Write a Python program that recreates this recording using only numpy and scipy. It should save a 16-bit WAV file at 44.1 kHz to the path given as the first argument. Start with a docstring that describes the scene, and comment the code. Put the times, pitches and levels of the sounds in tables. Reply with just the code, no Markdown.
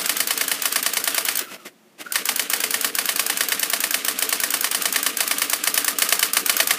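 """A daisywheel printer types two lines of text, close to the microphone in a quiet room, over fan noise.
Line 1: for each letter the carriage rumbles and rubs (noise), the servo sings (swept sine), the mechanism
clicks and the hammer slaps the wheel on the platen and rebounds (coloured bursts, damped modes).
Then the carriage runs back, the paper feeds (swelling chassis noise, one ring), and briefly only the fan is left.
Line 2: typing again, louder towards the end as the microphone nears."""
import sys
import numpy as np
from scipy import signal
from scipy.fft import rfft, irfft, next_fast_len
from scipy.io import wavfile
from scipy.ndimage import uniform_filter1d, map_coordinates

SR = 44100
rng = np.random.default_rng(int(sys.argv[2]) if len(sys.argv) > 2 else 0)


def master(y):
    """Save y as 16-bit WAV."""
    cut = np.clip(np.atleast_2d(y).T, -1, 1)
    pcm = np.round(cut * 32767)  # scale
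    wavfile.write(sys.argv[1], SR, pcm.astype(np.int16))


N = 298998
AGE = np.arange(SR // 8) / SR  # time since a contact, s


def amp(db):
    """Decibels to gain."""
    return 10 ** (np.asarray(db) / 20)


def unit(x):
    """Scale to rms 1."""
    return x / np.sqrt(np.mean(x ** 2) + 1e-20)


def sized(x):
    """Scale a short sound to the energy of 10 ms at rms 1."""
    return x * np.sqrt(SR / 100 / np.sum(x ** 2))


def along(points, hz):
    """Interpolate (f/Hz, value) points on a log frequency axis."""
    f, value = np.transpose(points)
    return np.interp(np.log(hz + 1), np.log(f + 1), value)


def at_time(points, s):
    """Interpolate (t/s, value) points."""
    return np.interp(s, *np.transpose(points))


def curves(rows):
    """A soft gate over the time span of the rows, then each column per sample."""
    s, *columns = np.transpose(rows)
    t = np.arange(N) / SR
    gate = uniform_filter1d(1. 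* ((t >= s[0]) & (t <= s[-1])), size=400)
    return [gate] + [np.interp(t, s, column) for column in columns]


def wobble(rate_hz):
    """A smooth random curve through rate_hz knots a second."""
    knots = rng.standard_normal(int(N * rate_hz / SR) + 4)
    return map_coordinates(knots, [np.arange(N) * rate_hz / SR])


def filtered(x, response):
    """Multiply the spectrum of x by a response of frequency."""
    m = next_fast_len(N + SR // 2)
    return irfft(rfft(x, m) * response(np.fft.rfftfreq(m, 1 / SR)), m)[:N]


def noise(spectrum):
    """Coloured noise of rms 1."""
    return unit(filtered(rng.standard_normal(N), lambda hz: amp(along(spectrum, hz))))


def colour(x, spectrum, treble_db=0, size=8192):
    """Pass a contact through a minimum-phase filter: this spectrum and a treble shelf."""
    hz = np.fft.rfftfreq(size, 1 / SR)
    gain = amp(along(spectrum, hz) + along([(3500, 0.0053), (7000, treble_db)], hz))
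    # folded cepstrum: nothing sounds ahead of the contact
    cepstrum = irfft(np.log(gain))
    cepstrum[1:size // 2] *= 2
    cepstrum[size // 2 + 1:] = 0
    response = np.exp(rfft(cepstrum))
    return sized(irfft(rfft(x, size) * response)[:len(x)])


def burst(rise, hold, t60):
    """Small parts chatter and die away; times in s shape the noise before its spectrum is flattened."""
    shape = (1 - np.exp(-AGE / rise)) * amp(-60 * np.maximum(AGE - hold, 0) / t60)
    z = rfft(shape * rng.standard_normal(len(AGE)))
    flat = irfft(z / (np.abs(z) + 1e-9), len(AGE))  # no pitch stands out
    return sized(flat * shape ** 0.16)


def ringing(modes, scatter_db, detune):
    """Damped modes, cut at 40 ms; each contact seats the parts differently, shifting pitch and strength."""
    hz, db, t60_s = np.transpose(modes)[:, :, None]
    age = AGE[:SR // 25]
    hz = hz * (1 + detune * rng.standard_normal(hz.shape))
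    level = amp(db + scatter_db * rng.standard_normal(hz.shape) - 60 * age / t60_s)
    phase = rng.uniform(0, 2 * np.pi, hz.shape)
    ring = np.sum(level * np.sin(2 * np.pi * hz * age + phase), axis=0)
    ring = ring * (1 - np.exp(-age / 0.0013))
    return sized(np.pad(ring, (0, len(AGE) - len(age))))


def add(track, s, sound):
    """Mix a sound in at time s."""
    i = round(s * SR)
    a, b = max(i, 0), min(i + len(sound), N)
    if b > a:
        track[a:b] += sound[a - i:b - i]


def near(times, width_s):
    """A smooth bump of height 1 around each time."""
    marks = np.zeros(N)
    for s in times:
        add(marks, s - AGE[-1] / 2, np.exp(-((AGE - AGE[-1] / 2) / width_s) ** 2))
    return marks


# runs of evenly spaced letters; a space or a long turn of the wheel starts a new run: first blow t/s, last blow t/s
RUNS = [(-0.011, 0.0934), (0.2025, 0.5146), (0.6548, 0.8622), (0.9694, 1.285), (2.1559, 2.1564),
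        (2.289, 2.3942), (2.5335, 2.845), (2.9857, 3.298), (3.4068, 3.5201), (3.6294, 3.942),
        (4.0822, 4.0822), (4.2229, 4.3256), (4.4353, 4.7468), (4.8549, 5.0636), (5.2046, 5.4175),
        (5.532, 5.532), (5.6724, 5.8797), (6.02, 6.2274), (6.368, 6.3682), (6.495, 6.7068)]
BEAT_S = .105  # usual time from letter to letter


def blow_times():
    """Each run is filled with letters at about the usual beat."""
    return np.concatenate([np.linspace(first, last, round((last - first) / BEAT_S) + 1)
                           for first, last in RUNS])


# gain with microphone distance: t/s, gain/dB
CLOSENESS = [(0, 0), (2.2, -0.84), (4, -0.17), (5.3, 0.1), (6.1, 2.5), (6.7, 3)]
# treble shelf of the blows: t/s, level/dB
BLOW_TREBLE = [(0, -3.5), (1.1, -4.5), (2.3, -7), (2.85, -3.5), (3.4, -6.5), (4.25, -2), (5.25, -4.5),
               (5.9, -2), (6.5, -7)]
BLOW_DB, CLICK_DB = -17.5, -18  # before closeness and scatter
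FORCE_SCATTER_DB, PETAL_SCATTER_DB = 0.36, 1.1  # letter to letter: strength, treble


def letters():
    """Rows of t/s, blow/dB, treble/dB, click/dB: nearly constant force, gain set by microphone distance."""
    s = blow_times()
    force, petal, latch = rng.standard_normal((len(s), 3)).T
    close_db = at_time(CLOSENESS, s)
    blow_db = BLOW_DB + close_db + FORCE_SCATTER_DB * force
    treble_db = at_time(BLOW_TREBLE, s) + PETAL_SCATTER_DB * petal
    click_db = CLICK_DB + close_db + FORCE_SCATTER_DB * latch
    return np.transpose([s, blow_db, treble_db, click_db])


# fan air spectrum: f/Hz, relative level/dB per Hz
FAN_AIR = [(18, -71), (30, -42), (65, -43), (107, -16), (216, 0.5), (320, -3), (355, 3), (394, -10),
           (581, -8), (905, -13), (2490, -16.5), (4200, -20.5), (15000, -27)]
# fan tones: f/Hz, rms level/dB
FAN_TONES = [(226.1, -72), (358, -65), (532.9, -76)]


def fan(air_db=-55.5):
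    """The cooling fan: soft air noise and a few tones of unsteady phase."""
    t = np.arange(N) / SR
    tones = sum(amp(db) * np.sqrt(2) * np.sin(2 * np.pi * hz * t + 0.32 * wobble(13))
                for hz, db in FAN_TONES)
    return amp(air_db) * noise(FAN_AIR) + tones


# carriage drive, one table per line: t/s, rumble level/dB, rub level/dB, cover ring level/dB
DRIVE = [
    [(0, -41, -32.5, -61), (1.2, -42, -33, -52), (1.42, -45, -29.5, -52)],
    [(2.14, -41, -33.5, -55), (3.5, -41.5, -33, -56.5), (5.2, -42, -32.5, -45.5), (6.1, -41, -33.5, -43.5),
     (6.78, -40.5, -31.5, -41)],
]
# drive rumble spectrum: f/Hz, relative level/dB per Hz
RUMBLE = [(35, -65), (60, -43), (92, -19), (130, -19.5), (150, -18.5), (192, -4), (231, -7), (275, 2),
          (309, 0.5), (371, -12.5), (445, 0.5), (485, 0.5), (524, -14.5), (600, -6), (780, -22),
          (1320, -120)]
# drive rub spectrum: f/Hz, relative level/dB per Hz
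RUB = [(290, -39), (500, -8), (666, 3), (914, -4.5), (1120, 1), (1390, 5), (3010, 6.5), (3380, 3.5),
       (6930, -2), (9510, -1.5), (12700, -4.5), (14600, -22), (15500, -8)]


def carriage(rest_db=-8, pause_db=-6, cover_hz=1215, cover_width_hz=80):
    """The drive rumbles, rubs and rings the cover; it settles before each blow and eases off after a space."""
    blows = blow_times()
    rest = near(blows - .01, width_s=0.011)
    after_space = blows[1:][np.diff(blows) > .12]
    pause = near(after_space - .045, width_s=0.0073)
    rumble = noise(RUMBLE) * amp(rest_db * rest + pause_db * pause + 1.5 * wobble(40))
    rub = noise(RUB) * amp(pause_db * pause + 2.5 * wobble(60) + 1.54 * wobble(600))
    # two-pole resonance driven by the rub
    cover = unit(filtered(rub, lambda hz: 1 / (1 + 1j * (hz - cover_hz) / cover_width_hz) ** 2))
    out = np.zeros(N)
    for gate, rumble_db, rub_db, cover_db in map(curves, DRIVE):
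        out += gate * (amp(rumble_db) * rumble + amp(rub_db) * rub + amp(cover_db) * cover)
    return out


# servo whine during one letter step: t after the blow/s, f/Hz, level/dB
STEP = [(-.04, 1710, -65), (-.032, 1660, -42), (-.01, 1510, -37.5), (.012, 1300, -61), (.035, 1133, -45),
        (.05, 1083, -57)]
# other glides: two servo runs between the lines, then a short rising groan of ribbon or carriage:
# t/s, f/Hz, level/dB
GLIDES = [
    [(1.41, 1250, -39), (1.445, 1550, -45), (1.49, 1305, -42), (1.52, 1350, -54), (1.59, 1370, -52),
     (1.65, 1200, -51)],
    [(2.04, 1110, -54), (2.058, 1420, -44), (2.072, 1437, -33), (2.09, 1436, -49), (2.11, 1556, -38),
     (2.14, 1450, -47)],
    [(6.415, 189.7, -43), (6.432, 286, -36), (6.444, 458, -34), (6.455, 483, -54)],
]


def servo():
    """The servo sings a rough falling note per letter and glides between the lines; one short groan rises late."""
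    steps = [(s + delay, hz, db) for s in blow_times() for delay, hz, db in STEP]
    out = np.zeros(N)
    for gate, hz, db in map(curves, [steps] + GLIDES):
        phase = 2 * np.pi * np.cumsum(hz * (1 + .05 * wobble(600))) / SR
        judder_db = 4 * wobble(170)
        running = np.clip((db + 59) / 4, 0, 1)  # silent below -59 dB
        out += gate * running * amp(db + judder_db) * np.sin(phase)
    return out


# modes of the small steel parts: f/Hz, relative level/dB, t60/s, shortened further in steel()
STEEL = [(1217, -7, 0.028), (1605, -2.5, 0.037), (2430, -5.5, 0.024), (3070, -14, 0.045),
         (4495, -4.5, 0.081), (5090, -2, 0.021), (7680, -4.5, 0.028), (8450, 2.5, 0.036), (9410, 1, 0.082),
         (11130, 2, 0.049), (12050, 0, 0.025), (14400, 6, 0.026)]


def steel():
    """One short ring of the small steel parts, with an extra fast decay."""
    ring = ringing(STEEL, scatter_db=3, detune=.028)
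    return sized(ring * amp(-60 * AGE / .03))


# click spectrum: f/Hz, relative level/dB
CLICK = [(150, -39), (800, -8), (1200, -8.5), (1600, -8.5), (3000, -5), (4000, -7), (5500, -3), (6500, 0.5),
         (7500, -1), (10000, -3.5), (11800, -7), (14500, 3)]
# treble shelf of the clicks, brightest around 5.2 s: t/s, level/dB
CLICK_TREBLE = [(0, -1.5), (5.2, 0.5), (6.5, -0.5)]
# spectrum of the smaller contacts: f/Hz, relative level/dB
RATTLE = [(150, -38), (400, -8.5), (800, -4.5), (1250, 2.5), (2600, -4.5), (4500, -1.5), (7200, -3.5),
          (9600, -4), (12500, -3.5), (15000, -5.5)]
# clicks as the first line ends: t/s, level/dB, treble shelf/dB
LINE_END = [(1.354, -19, 1), (1.3714, -18, 2), (1.3906, -18.5, -4)]


def mechanism(typed, lead_s=.0347, steel_db=-6, rebound_ring_db=-7):
    """A bright click precedes each blow; smaller contacts come just before and after the blow at nearly fixed
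    delays."""
    out = np.zeros(N)
    # settling and rebounds: t after the blow/s, level re blow/dB
    contacts = [(-.0225, -12.5), (-.0105, -13), (.009, -11.5), (.017, -12), (.027, -9.5),
                (.034, -16), (.043, -22.5)]

    def snap():
        return burst(rise=0.00084, hold=0.0032, t60=0.023)

    path = snap()  # part common to all clicks

    def click(treble_db):
        return colour(path + 1.3 * snap(), CLICK, treble_db) + amp(steel_db) * steel()

    for s, blow_db, _, click_db in typed:
        add(out, s - lead_s, amp(click_db) * click(at_time(CLICK_TREBLE, s)))
        for delay, rel_db in contacts:
            chatter = colour(burst(rise=0.00095, hold=0.0008, t60=0.08), RATTLE, treble_db=1.5)
            chatter = chatter + amp(rebound_ring_db) * steel()
            level = amp(blow_db + rel_db + rng.normal(0, 1.23))
            add(out, s + delay + rng.normal(0, .001), level * chatter)
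    for s, db, treble_db in LINE_END:
        add(out, s, amp(db) * click(treble_db))
    return out


# modes of platen and frame: f/Hz, relative level/dB, t60/s
FRAME = [(493, -5, 0.017), (681, -3.5, 0.047), (828, -5, 0.044), (990, -35, 0.012), (1130, 8, 0.025),
         (1636, -21, 0.058), (1803, 6, 0.031), (2168, -2.5, 0.035), (2390, 5.3, 0.021), (2552, 8.5, 0.016),
         (3005, 8.5, 0.025), (4380, 2, 0.0086), (5445, -13, 0.025), (5820, -6, 0.029), (6630, -19, 0.02),
         (7640, -12, 0.02), (9560, 7, 0.019), (12000, 2, 0.034)]
# blow spectrum: f/Hz, relative level/dB
BLOW = [(100, -32), (300, -20), (470, -14.5), (900, -9.5), (1200, -6.5), (2200, 1), (3000, -7),
        (3700, -3.5), (4700, 1), (7200, -2.5), (8300, 2), (9600, 3.5), (12800, -3), (15000, 0)]


def hammer(typed, ring_db=-4, crack_db=3, thud_db=-37.5, thud_hz=97, flex_db=-14, fresh=0.76):
    """Blows share much of one path through the machine, but each type petal slaps a little differently."""
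    out = np.zeros(N)

    def slap():
        return burst(rise=0.00019, hold=.0042, t60=0.044)

    path = slap()
    frame = ringing(FRAME, scatter_db=0, detune=0)
    # the heavy carriage answers slowly
    thud = amp(thud_db) * np.sin(2 * np.pi * thud_hz * AGE) * np.exp(-((AGE - .024) / 0.014) ** 2)
    # bending waves in the chassis: the lower ones arrive later
    flex_hz = 220 + 750 * np.exp(-AGE / 0.01317)
    flex_shape = (AGE / 0.0087) * np.exp(1 - AGE / 0.0054)
    flex = amp(flex_db) * np.sin(2 * np.pi * np.cumsum(flex_hz) / SR) * flex_shape
    for s, db, treble_db, _ in typed:
        crack = colour(path + fresh * slap(), BLOW, treble_db)
        ring = sized(frame + .5 * ringing(FRAME, scatter_db=6.0, detune=0.018))
        add(out, s, amp(db) * (amp(crack_db) * crack + amp(ring_db) * ring + thud + flex))
    return out


# carriage and paper movements between the lines: t/s, level/dB, rise/s, fall/s
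MOVES = [(1.42, -33, 0.018, 0.024), (1.485, -46, 0.033, .03), (1.54, -34.5, 0.035, 0.018),
         (1.612, -49, 0.022, 0.034), (1.664, -34, 0.008, 0.015), (1.989, -43, 0.0049, .01),
         (2.012, -31.5, 0.01, 0.011), (2.068, -41.5, 0.018, 0.008), (2.1, -46, .04, 0.038)]
# chassis spectrum: f/Hz, relative level/dB per Hz
CHASSIS = [(41, -75), (70, -43), (172, -12.5), (252, -10), (315, -4.5), (395, -11), (632, -7), (809, -17.5),
           (1900, -12), (2030, -8.5), (2380, -13.5), (2540, -10), (2780, -10), (3480, -16), (15000, -23)]


def new_line():
    """The carriage runs back and the paper feeds; each movement shakes the chassis (noise swell)."""
    t = np.arange(N) / SR
    power = sum(amp(db) ** 2 * np.exp(-((t - s) / np.where(t < s, rise, fall)) ** 2)
                for s, db, rise, fall in MOVES)
    return np.sqrt(power) * unit(noise(CHASSIS) * amp(1.8 * wobble(400)))


# ring as the paper feed engages: t/s, level/dB, f/Hz, t60/s
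FEED_KNOCK = (1.5, -39, 2600, 0.15)


def feed_ring():
    """The paper feed engages with a short metallic ring: one damped sine."""
    s, db, hz, t60_s = FEED_KNOCK
    tone = np.sqrt(2) * np.sin(2 * np.pi * hz * AGE)
    envelope = amp(-60 * AGE / t60_s) * (1 - np.exp(-AGE / .002))
    out = np.zeros(N)
    add(out, s, amp(db) * tone * envelope)
    return out


# room decay: f/Hz, t60/s
ROOM = [(200, 0.35), (1500, 0.13), (5000, 0.11), (14000, 0.22)]


def room(x):
    """A short diffuse tail, 5 ms late: noise decaying at its own rate in each band, slowest in the lows."""
    hz, t, z = signal.stft(rng.standard_normal(SR // 2), SR, nperseg=256)
    decay = amp(-60 * t / along(ROOM, hz)[:, None])
    tail = signal.istft(z * decay, SR, nperseg=256)[1]
    return signal.fftconvolve(np.pad(x, (SR // 200, 0)), tail / np.linalg.norm(tail))[:N]


def scene():
    """The printer, heard close to its carriage, with its room tail and fan."""
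    typed = letters()
    printer = carriage() + servo() + mechanism(typed) + hammer(typed) + new_line() + feed_ring()
    return (printer + amp(-13) * room(printer) + fan())[None]


def record(dry, low_hz=95, top_hz=15400):
    """The microphone drops the deep bass and keeps nothing above its band limit."""
    lean = signal.sosfilt(signal.butter(1, low_hz, "highpass", fs=SR, output="sos"), dry[0])
    return filtered(lean, lambda hz: np.clip((top_hz - hz) / 300 + .5, 0, 1))[None]


dry = scene()
out = record(dry)
master(out)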